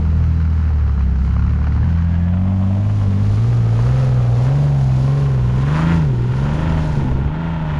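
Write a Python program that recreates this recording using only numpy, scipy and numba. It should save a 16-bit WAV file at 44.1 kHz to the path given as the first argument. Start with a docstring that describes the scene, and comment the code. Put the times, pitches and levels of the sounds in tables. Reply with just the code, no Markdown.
"""Pickup on a slushy track

A six-cylinder pickup ploughs along a forest track, passes and climbs away, revving up and down.
Each time a cylinder fires, the exhaust gets a push and the engine rasps. The pushes blend into a
deep boom, and because the cylinders are uneven, the pipe barks and throbs.
Tyres churn wet snow, and a light wind buffets the microphone."""
import sys
import numpy as np
from scipy import signal
from scipy.fft import rfft, irfft
from scipy.io import wavfile
from scipy.ndimage import uniform_filter1d
from numba import njit

SR = 44100
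rng = np.random.default_rng(int(sys.argv[2]) if len(sys.argv) > 2 else 0)


def master_out(mix):
    """Clip the mix to full scale and print it as 16-bit PCM to the path in sys.argv[1]."""
    frames = np.transpose(np.atleast_2d(mix))
    ceiling = np.clip(frames, -1, 1)
    pcm = np.round(ceiling * 32767).astype(np.int16)
    wavfile.write(sys.argv[1], SR, pcm)


N = 343539


def undb(db):
    """Turn decibels into a number to multiply by."""
    return 10 ** (np.asarray(db) / 20)


def unit(x):
    """Scale a sound to a standard strength (rms 1)."""
    return x / np.sqrt(np.mean(x ** 2))


def curves(table):
    """Join a timed table's rows with straight lines: one curve for each column after the time."""
    times, *columns = np.transpose(table)
    return [np.interp(np.arange(N) / SR, times, column) for column in columns]


def wander(rate):
    """A smooth random wobble that heads somewhere new about `rate` times a second."""
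    steps = rng.standard_normal(8192)
    hold = max(int(SR / rate), 48)
    return unit(uniform_filter1d(uniform_filter1d(steps[np.arange(N) // hold], hold), hold))


def colour(x, points, size=16384):
    """Shape a sound's bass and treble along (Hz, dB) points; it comes out at standard strength."""
    hz, db = np.transpose(points)
    log_hz = np.log(np.fft.rfftfreq(size, 1 / SR) + 1)
    log_gain = np.log(undb(np.interp(log_hz, np.log(hz), db)))
    # Make the filter ring only after a hit, never before it.
    cepstrum = irfft(log_gain, size)
    cepstrum[1:size // 2] *= 2
    cepstrum[size // 2 + 1:] = 0
    response = irfft(np.exp(rfft(cepstrum)), size)
    return unit(signal.fftconvolve(x, response)[:N])


def ring(x, modes):
    """Let a sound ring at fixed pitches, each given as (Hz, width in Hz, relative dB)."""
    return unit(sum(undb(db) * signal.lfilter(*signal.iirpeak(hz, hz / width, fs=SR), x)
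                    for hz, width, db in modes))


@njit
def moving_band(x, hz, width_hz):
    """Keep the part of a sound near a moving pitch (a state-variable filter)."""
    out, band, low = np.empty(len(x)), 0., 0.
    for i in range(len(x)):
        tuning, damping = np.tan(np.pi * hz[i] / SR), width_hz / hz[i]
        now = (band + tuning * (x[i] - low)) / (1 + tuning * (tuning + damping))
        band, low = 2 * now - band, low + 2 * tuning * now
        out[i] = damping * now
    return out


def eased(times, values):
    """A curve through the given points that slows down near each one."""
    place = np.interp(np.arange(N) / SR, times, np.arange(len(times)))
    share = place % 1
    blend = share + .85 * ((1 - np.cos(np.pi * share)) / 2 - share)
    return np.interp(place - share + blend, np.arange(len(times)), values)


# Presses of the pedal. Each row: foot down, full effort and foot off, all in seconds,
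# then firings per second before, firings per second reached, effort in dB.
PRESSES = [(0.0, 0.055, 0.47, 79.37, 80.35, -1.5), (1.199, 1.268, 1.61, 65.95, 74.33, 1.5),
           (1.797, 1.86, 1.87, 74.8, 82.9, 4), (2.13, 2.297, 2.56, 84.64, 95.6, 0.3),
           (2.638, 2.72, 2.92, 95.46, 104, 2.5), (3.127, 3.189, 3.24, 96.95, 101.8, 3),
           (3.3, 3.423, 3.5, 102.6, 118.5, 2), (3.73, 3.95, 3.98, 112.7, 130.1, 2.5),
           (4.329, 4.49, 4.62, 119, 143.7, 2), (4.938, 5.068, 5.2, 128.9, 141.1, 3.5),
           (5.45, 5.779, 5.94, 123.1, 168, 10), (6.182, 6.469, 6.71, 119.1, 162.2, 5.5),
           (6.717, 6.79, 6.82, 159.7, 155.7, 0), (7.119, 7.55, 7.46, 130.4, 165.9, 3)]

def throttle(attack_s=0.29, release_s=0.16, coast_hz_per_s=52):
    """Presses wind the revs up; the engine's effort swells, holds and falls when the foot lifts."""
    down, full, off, from_hz, to_hz, peak_db = np.transpose(PRESSES)
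    t = np.arange(N) / SR
    in_turn = lambda a, b: np.column_stack([a, b]).ravel()
    last_hz = to_hz[-1] - coast_hz_per_s * (t[-1] - off[-1])
    hz = eased(np.append(in_turn(down, off), t[-1]), np.append(in_turn(from_hz, to_hz), last_hz))
    effort_db = sum(db * np.clip(1 + np.minimum((t - start) / attack_s, (end - t) / release_s), 0, 1)
                    for start, end, db in zip(full, off, peak_db))
    return hz, effort_db


# How roughly the engine runs. Each row: time in seconds, throb in dB against the deep note,
# unevenness of the firings from 0 to 1.
ROUGHNESS = [(0, -7, 0.27), (.7, -13, 0.2), (1.2, -5.5, 0.3), (1.85, -3, .4), (2.0, -11, .1),
             (4.8, -11, 0.05), (5.4, -8.5, 0.1), (5.8, -4, 0.3), (6.15, -11, 0.2), (6.65, -1.5, 0.22),
             (6.86, -4.5, .25), (6.98, -4, 0.7), (7.2, -4.5, 0.8), (7.5, -7.5, 0.2)]
# The tones in the throb. Each row: vibrations per engine cycle (six firings),
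# relative level in dB at low revs, the same at high revs.
THROB_TONES = [(2, -16, -11.5), (3, -9.5, 3), (4, -7, -7.5), (5, -20.5, -5.5), (7, -31.5, -12.5),
               (8, -31, -25), (9, 2, -3.5), (10, -16.5, -12), (11, -12.5, -10), (13, -18, -21.5),
               (14, -12.5, -34), (15, -4.5, -16), (16, -19, -23), (17, -17.5, -24.5), (19, -19, -22),
               (20, -19.5, -20.5), (22, -24.5, -20), (23, -30, -24), (24, -22.5, -20)]
# How the silencer passes overtones. Each row: frequency in Hz, level in dB against the deep note.
SILENCER = [(130, -15), (160, -9.5), (175, -2.5), (193, -4.5), (210, -16.5), (250, -22.5), (290, -22.5),
            (340, -20), (375, -22.5), (425, -19.5), (480, -29.5)]
# The overtone at three times the firing rate. Each row: time in seconds, extra level in dB.
THIRD_HARMONIC = [(0, -5.5), (2.25, -10), (2.48, 1), (2.8, -1.5), (2.95, -16), (4.92, -20), (5.2, 0),
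                  (5.45, -9), (6.2, 2.5), (6.5, -9.5), (7.79, -10)]
# The boom's loudness. Each row: time in seconds, level in dB.
BOOM_LEVEL = [(0, -14), (2.95, -15), (3.6, -13.5), (4.95, -13.5), (5.7, -15.5), (6.0, -14.5), (6.22, -16),
              (6.35, -16.5), (7.1, -19.5), (7.6, -21), (7.79, -18.5)]

def boom(firings, hz):
    """The firings blend into a deep note; unequal cylinder banks add a throb between its overtones."""
    throb_db, uneven = curves(ROUGHNESS)
    third_db, = curves(THIRD_HARMONIC)
    level_db, = curves(BOOM_LEVEL)
    # Revs falling by 10 Hz a second mean the throttle is shut, which thins the octave.
    shut = uniform_filter1d(np.clip(-np.gradient(hz) * SR / 10, 0, 1), size=4000)
    octave = undb(np.interp(2 * hz, *np.transpose(SILENCER)) - 5.5 * shut)
    third = undb(np.interp(3 * hz, *np.transpose(SILENCER)) + third_db)
    angle = 2 * np.pi * firings + 0.16 * uneven * wander(70)
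    lowest = np.sin(angle) * (1 + 0.15 * uneven * wander(60))
    note = lowest + octave * np.sin(2 * angle) + third * np.sin(3 * angle)
    revs = np.clip((hz - 92) / 28, 0, 1)  # 0 at low revs, 1 at high revs
    throb = 0
    for multiple, low_db, high_db in THROB_TONES:
        phase = 2 * np.pi * rng.random() + .7 * wander(5)
        tone = np.sin(round(multiple) * angle / len(CYLINDERS) + phase)
        throb += tone * undb(low_db + revs * (high_db - low_db) + 2.7 * wander(12))
    strength = np.sqrt(1 + octave ** 2 + undb(throb_db) ** 2)
    return -undb(level_db) * (np.sqrt(2) * note + unit(throb) * undb(throb_db)) / strength


# The six cylinders in firing order. Each row: strength in dB,
# lateness as a share of the gap between firings.
CYLINDERS = [(-3, 0.0064), (-3.5, 0.084), (-2.5, 0.017), (-4, .16), (-2.5, 0.011), (-2.5, 0.067)]

def firing_sizes(firings, scatter_db):
    """How strong each firing is: its cylinder's own strength plus a little chance."""
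    strength_db, _ = np.transpose(CYLINDERS)
    count = firings.astype(int)
    chance = np.clip(rng.standard_normal(size=4096), -2, 2)
    return undb(strength_db[count % len(CYLINDERS)] + scatter_db * chance[count])


def cycle_noise(firings, repeat_share, size=1536):
    """Noise that partly repeats with every engine cycle, which gives it closely spaced overtones."""
    place = firings / len(CYLINDERS) % 1 * size
    pattern = unit(np.interp(place, np.arange(size), rng.standard_normal(size)))
    return np.sqrt(repeat_share) * pattern + np.sqrt(1 - repeat_share) * rng.standard_normal(N)


def exhaust_flow(firings, gas_share):
    """Each firing sends a pulse and a puff of gas; unequal pipes and uneven burning make them limp."""
    _, lateness = np.transpose(CYLINDERS)
    _, uneven = curves(ROUGHNESS)
    late = np.interp(firings, np.arange(len(CYLINDERS)), lateness, period=len(CYLINDERS))
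    late += .04 * uneven * wander(50)
    arrived = np.maximum(firings - late, 0)
    size = firing_sizes(arrived, scatter_db=2.2 + 0.78 * uneven)
    pulses = np.diff(np.floor(arrived), prepend=0) * size
    gas = cycle_noise(firings, repeat_share=.55) * size * np.exp(-(arrived % 1) / 2.5)
    return unit(pulses) + gas_share * unit(gas)


# Two bands of sound that shift as the truck turns and passes. Each row: time in seconds,
# centre of the bark's hollow band in Hz, centre of the rasp's bright band in Hz.
BANDS = [(0, 417, 1357), (1.75, 421, 1400), (2.1, 653, 1640), (2.28, 633, 1694), (2.42, 660, 1095),
         (2.8, 635, 1034), (3.15, 463, 1060), (3.5, 457, 1224), (4.05, 514, 1295), (4.5, 566, 968),
         (4.85, 680, 875), (5.15, 443, 1070), (5.5, 480, 1052), (5.8, 600, 968), (6.2, 363, 888),
         (6.55, 615, 940), (7.1, 597, 868), (7.79, 624, 916)]
# The exhaust pipe's tone from ahead and from behind. 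Each row: frequency in Hz, relative level in dB.
PIPE_AHEAD = [(150, -53), (260, -13), (340, 2.5), (410, 3), (520, -2), (650, -1.5), (780, -1), (950, -6),
              (1200, -14), (2000, -23), (4000, -50.5), (12000, -90.5)]
PIPE_REAR = [(150, -40.5), (250, -5), (310, 7.5), (400, 4.5), (490, -3.5), (610, -3), (740, -7),
             (900, -1.5), (1150, -13.5), (2000, -21.5), (4000, -50.5), (12000, -89)]

def bark(firings, rear):
    """The firings make the pipe ring, with one hollow band standing out above a dip."""
    hollow_hz, _ = curves(BANDS)
    flow = exhaust_flow(firings, gas_share=1.1)
    ahead = colour(flow, PIPE_AHEAD)
    dipped = unit(ahead - 0.72 * moving_band(ahead, .66 * hollow_hz, width_hz=100.))
    pipe = (1 - rear ** 2) * dipped + rear ** 2 * colour(flow, PIPE_REAR)
    hollow = np.sqrt(2) * unit(moving_band(pipe, hollow_hz, width_hz=216.))
    return undb(-1) * unit(pipe + hollow)


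def howl(firings, hz, effort_db, rear):
    """Overtones sing out as they glide through the two bands, loudest at the hardest pull."""
    hollow_hz, bright_hz = curves(BANDS)
    near = lambda tone_hz, centre_hz, reach_hz: 1 / (1 + ((tone_hz - centre_hz) / reach_hz) ** 2)
    out = 0
    for halves in range(5, 15):
        multiple = halves / 2
        hollow = near(multiple * hz, hollow_hz, reach_hz=49.4) * undb(-11 * (halves % 2))
        bright = near(multiple * hz, bright_hz, reach_hz=70) * undb(-7) * rear
        tone = np.sqrt(2) * np.sin(2 * np.pi * multiple * firings + .6 * wander(25))
        out += (hollow + bright) * tone * undb(2.0 * wander(12))
    slack = np.clip((10 - effort_db) / 2, 0, 1)  # 1 up to 8 dB of effort, 0 at 10 dB
    return out * undb(-6 - 15.5 * slack)


# The truck's tone from the front, the side and behind. Each row: frequency in Hz, relative level in dB.
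FRONT_TONE = [(400, -29.5), (700, -1.5), (900, 2.5), (1000, 2.5), (1380, -0.5), (1750, -3), (2200, -7),
              (3100, -12), (3450, -23.5), (4000, -15), (6400, -24.5), (7500, -41), (10000, -45),
              (12000, -70)]
SIDE_TONE = [(400, -24.5), (750, -5), (1000, -4.5), (1250, -5.5), (1550, -7.5), (2000, -10.5), (2600, -13),
             (3400, -17), (4200, -33.5), (7000, -37), (12000, -72.5)]
REAR_TONE = [(400, -24.5), (700, -6.5), (940, 1), (1170, -6.5), (1400, 3), (1620, -7), (1850, -2),
             (2120, -10.5), (2330, -8.5), (2550, -11), (3200, -11), (4200, -22), (7000, -41.5),
             (12000, -67)]

def rasp(firings, front, side, rear):
    """Engine clatter and gas hiss swell with each firing; their tone depends on which side faces us."""
    _, bright_hz = curves(BANDS)
    knock = unit(firing_sizes(firings, scatter_db=5.0) * np.exp(-(firings % 1) / 0.41))
    puff = unit(firing_sizes(firings, scatter_db=4.5) * np.exp(-(firings % 1) / 1.9))
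    clatter = colour(rng.standard_normal(N) * (1.7 + knock), FRONT_TONE)
    hiss = cycle_noise(firings, repeat_share=.5) * (1.0 + puff)
    beside = colour(hiss, SIDE_TONE)
    behind = unit(colour(hiss, REAR_TONE) + undb(3.5) * snarl(firings))
    body = undb(-0.3) * front * clatter + undb(0.5) * side * beside + undb(1.87) * rear * behind
    bright = unit(moving_band(body, bright_hz, width_hz=130.))
    return undb(-1.5) * (body + undb(-8.5) * bright)


# Wetter and drier stretches of track. Each row: time in seconds, spray level in dB without effort.
SPRAY_LEVEL = [(0, -56.5), (1.4, -61), (1.9, -61.5), (2.35, -58.5), (2.8, -54.5), (3.7, -47), (4.8, -47.5),
               (5.45, -49.5), (5.9, -52.5), (6.12, -52.5), (6.4, -50.5), (6.65, -52.5), (6.95, -46),
               (7.12, -53), (7.35, -62), (7.79, -55)]
# A wheel drops into a puddle. Each row: middle in seconds, length in seconds, level in dB.
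SPLASHES = [(0.35, .07, -61), (1.25, 0.078, -54), (6.82, 0.12, -48)]
# The tone of wet snow. Each row: frequency in Hz, relative level in dB.
SLUSH_TONE = [(300, -1.5), (1000, -1), (2500, -1), (4000, 1), (5500, -2.5), (7000, -5), (7600, -10.5),
              (8200, -17), (9000, -12), (9700, -10.5), (10500, -14.5), (11300, -25), (13000, -28),
              (15000, -52.5)]

def slush(effort_db):
    """The tyres spray wet snow, a hiss full of tiny splats that grows as the engine pulls."""
    spray_db, = curves(SPRAY_LEVEL)
    splashes = sum(undb(db) * swell(middle, length) for middle, length, db in SPLASHES)
    level = np.hypot(undb(spray_db + 0.88 * effort_db), splashes)
    splats = (rng.random(N) < 2000 / SR) * rng.standard_normal(N)  # about 2000 a second
    spray = rng.standard_normal(N) + 0.81 * unit(splats)
    return level * colour(spray * undb(0.79 * wander(25)), SLUSH_TONE)


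def swell(middle_s, length_s):
    """A brief bell-shaped rise and fall."""
    return np.exp(-2 * ((np.arange(N) / SR - middle_s) / length_s) ** 2)


# Gusts of wind. Each row: time in seconds, relative level in dB.
GUSTS = [(0, -31), (0.8, -33), (1.5, -29.5), (2.7, -34.5), (3.1, -29), (4.3, -33), (5.1, -33), (6.1, -29.5),
         (7.05, -24), (7.45, -31), (7.79, -30)]
# The wind's rumble. Each row: frequency in Hz, relative level in dB.
WIND_TONE = [(10, -1), (25, 4.5), (50, 10), (90, 3.5), (160, 0.5), (250, -1.5), (400, -22.5), (900, -50.5),
             (4000, -82.5)]

def wind():
    """Swirls of air tumble over the microphone and make it rumble."""
    gust_db, = curves(GUSTS)
    return undb(gust_db + 3) * colour(rng.standard_normal(N) * undb(wander(12)), WIND_TONE)


# One bank of cylinders knocking. Each row: time in seconds, level in dB.
KNOCK_LEVEL = [(0, -58.5), (.7, -46), (1.0, -56), (1.17, -53), (1.33, -45), (1.83, -46), (2.05, -53),
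               (2.4, -81)]
# How a knock rings. Each row: pitch in Hz, width in Hz, relative level in dB.
KNOCK_RING = [(950, 600, 1), (1370, 170, -1)]

def knocking(firings):
    """While the engine labours at low revs, every second firing knocks: a soft, even rattle."""
    level_db, = curves(KNOCK_LEVEL)
    fade = np.exp(-(firings / 2 % 1) / .19)
    knocks = rng.standard_normal(N) * firing_sizes(firings, scatter_db=2.5) * fade
    band = signal.butter(2, [550, 2400], "bandpass", fs=SR, output="sos")
    return undb(level_db) * unit(signal.sosfilt(band, ring(knocks, KNOCK_RING)))


# Sharp exhaust pops. Each row: start in seconds, peak level in dB, pitch in Hz.
POPS = [(0.894, -26, 1250), (0.977, -27, 1000), (1.005, -27.5, 1000), (1.364, -22.5, 950),
        (1.449, -28, 900), (1.478, -29, 1300), (1.616, -26.5, 1000), (1.671, -26, 950), (1.777, -25, 900),
        (1.831, -30, 1650), (2.003, -29.5, 1150), (2.637, -26, 850), (3.789, -22, 950), (5.077, -24, 800),
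        (5.791, -17, 1000), (6.466, -20, 950), (7.315, -24, 950)]

def pops(width_hz=450, decay_s=.0025):
    """Now and then a firing cracks harder than the rest."""
    out, length = np.zeros(N), int(SR / 20)
    dull = signal.butter(3, 2200, fs=SR, output="sos")
    for start_s, db, hz in POPS:
        puff = rng.standard_normal(length) * np.exp(-np.arange(length) / SR / decay_s)
        band = [(hz, width_hz, 0)]
        crack = signal.sosfilt(dull, ring(ring(puff, band), band))
        start = int(start_s * SR)
        out[start:start + length] += undb(db) * crack / abs(crack).max()
    return out


# A thin whine. Each row: time in seconds, pitch in Hz, level in dB.
WHINE = [(1.9, 1558, -75), (2.0, 1595, -55), (2.15, 1630, -56), (2.28, 1680, -50), (2.37, 1707, -75)]

def whine():
    """A faint, unsteady whine climbs in pitch as the truck comes closer."""
    hz, db = curves(WHINE)
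    level = np.sqrt(2) * undb(db + 2.0 * wander(30))
    wavering_hz = hz * (1 + .028 * wander(200))
    return level * np.sin(2 * np.pi * np.cumsum(wavering_hz) / SR)


# How the tailpipe and load bed ring. Each row: pitch in Hz, width in Hz, relative level in dB.
TAILPIPE_RING = [(1387, 130, 8), (1770, 100, -1.5), (2104, 82, -10), (2470, 110, -12)]

def snarl(firings):
    """From behind, the open tailpipe rings at every firing; one more ring follows the bright band."""
    _, bright_hz = curves(BANDS)
    flow = exhaust_flow(firings, gas_share=.7)
    ringing = ring(flow, TAILPIPE_RING) + undb(5) * unit(moving_band(flow, bright_hz, width_hz=150.))
    band = signal.butter(2, [700, 3200], "bandpass", fs=SR, output="sos")
    return unit(signal.sosfilt(band, ringing))


# The tone of a sputter. Each row: frequency in Hz, relative level in dB.
BURBLE_TONE = [(35, 0.5), (85, 3.5), (230, -10), (380, -9), (550, -19), (1000, -31), (4000, -59.5),
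               (12000, -110)]

def burble(per_second=560, decay_s=0.0017):
    """Unburnt fuel sputters in the tailpipe as soft thumps."""
    sputters = (rng.random(N) < per_second / SR) * 1.
    fades = signal.lfilter([1], [1, -np.exp(-1 / (decay_s * SR))], sputters)
    return colour(fades * rng.standard_normal(N), BURBLE_TONE)


# The drone of the engine under load. Each row: time in seconds, level in dB.
DRONE_LEVEL = [(2.9, -54), (3.15, -45), (3.7, -43), (4.05, -37.5), (4.35, -44), (4.55, -40), (4.8, -52),
               (5.2, -43), (5.5, -48.5), (6.4, -47), (6.6, -46), (6.88, -40), (7.0, -54), (7.3, -48),
               (7.5, -44.5), (7.79, -40)]

def drone(firings):
    """The overtone at four times the firing rate stands out, rough in level and pitch."""
    level_db, = curves(DRONE_LEVEL)
    angle = 4 * 2 * np.pi * firings + .4 * wander(70)
    return np.sqrt(2) * undb(level_db + 2.0 * wander(40)) * np.sin(angle)


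# Hard barks at the top of the big rev. Each row: middle in seconds, length in seconds,
# pitch in Hz, level in dB.
HARD_BARKS = [(5.78, .11, 1200, -31), (5.907, 0.05, 1620, -30)]

def hard_barks(firings, width_hz=1140):
    """At full effort the firings twice crack into a hard, bright bark."""
    flow = exhaust_flow(firings, gas_share=.7)
    out = 0
    for middle, length, hz, db in HARD_BARKS:
        band = [(hz, width_hz, 0)]
        out += undb(db) * swell(middle, length) * ring(ring(flow, band), band)
    return signal.sosfilt(signal.butter(2, 3600, fs=SR, output="sos"), out)


# The drive past. Each row: time in seconds, side facing us (0 front, 1 side, 2 rear),
# then the relative levels of bark and rasp in dB, before effort is added.
DRIVE_PAST = [(0, 0.058, -37, -39.5), (0.25, 0.049, -44, -38), (1.05, 0.044, -43.5, -42),
              (1.17, 0.073, -44.5, -44), (1.28, .06, -46, -42), (1.85, 0.12, -43, -43),
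              (2.03, 0.24, -43.5, -40), (2.3, 0.79, -38, -42), (2.78, 1.03, -35.5, -45.5),
              (2.95, 0.87, -39.5, -43.5), (3.25, 0.77, -38.5, -43.5), (4.05, 0.59, -33, -37),
              (4.3, 0.67, -32.5, -40), (4.48, 1.1, -31.5, -40), (4.72, 0.89, -34, -39.5),
              (5.0, 1.18, -34.5, -44), (5.45, 1.39, -33, -41), (6.18, 1.804, -35, -41.5),
              (6.88, 1.71, -30, -36.5), (7.2, 1.9, -37, -38.5), (7.55, 1.69, -37, -37),
              (7.79, 1.76, -36, -34.5)]

def scene():
    """The throttle drives the engine and spins the tyres in the slush, while the wind blows."""
    hz, effort_db = throttle()
    firings = np.cumsum(hz) / SR  # firings so far; the fraction is the way to the next one
    facing, bark_db, rasp_db = curves(DRIVE_PAST)
    front, side, rear = (np.sqrt(np.clip(1 - abs(facing - view), 0, 1)) for view in range(3))
    _, uneven = curves(ROUGHNESS)
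    # From behind, uneven firing swings the level once an engine cycle and at random.
    stumble = uneven * rear
    lurch = undb(stumble * (1.5 * np.cos(2 * np.pi * firings / len(CYLINDERS)) + 2.5 * wander(20)))
    deep = lurch * boom(firings, hz)
    pipe_level = undb(bark_db + 0.37 * effort_db)
    pipe = pipe_level * (bark(firings, rear) + howl(firings, hz, effort_db, rear)) + drone(firings)
    sputter = undb(-21) * stumble * lurch * burble()
    cracks = pops() + knocking(firings) + hard_barks(firings)
    engine = undb(rasp_db + effort_db) * rasp(firings, front, side, rear) + whine()
    return (deep + pipe + sputter + cracks + engine + slush(effort_db) + wind())[None]


def record(dry, top_hz=15000):
    """Round off the loudest peaks and cut the highest treble."""
    rounded = np.tanh(0.6 * dry) / 0.59
    return signal.sosfilt(signal.ellip(8, .2, 70, top_hz, fs=SR, output="sos"), rounded)


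dry = scene()
out = record(dry)
master_out(out)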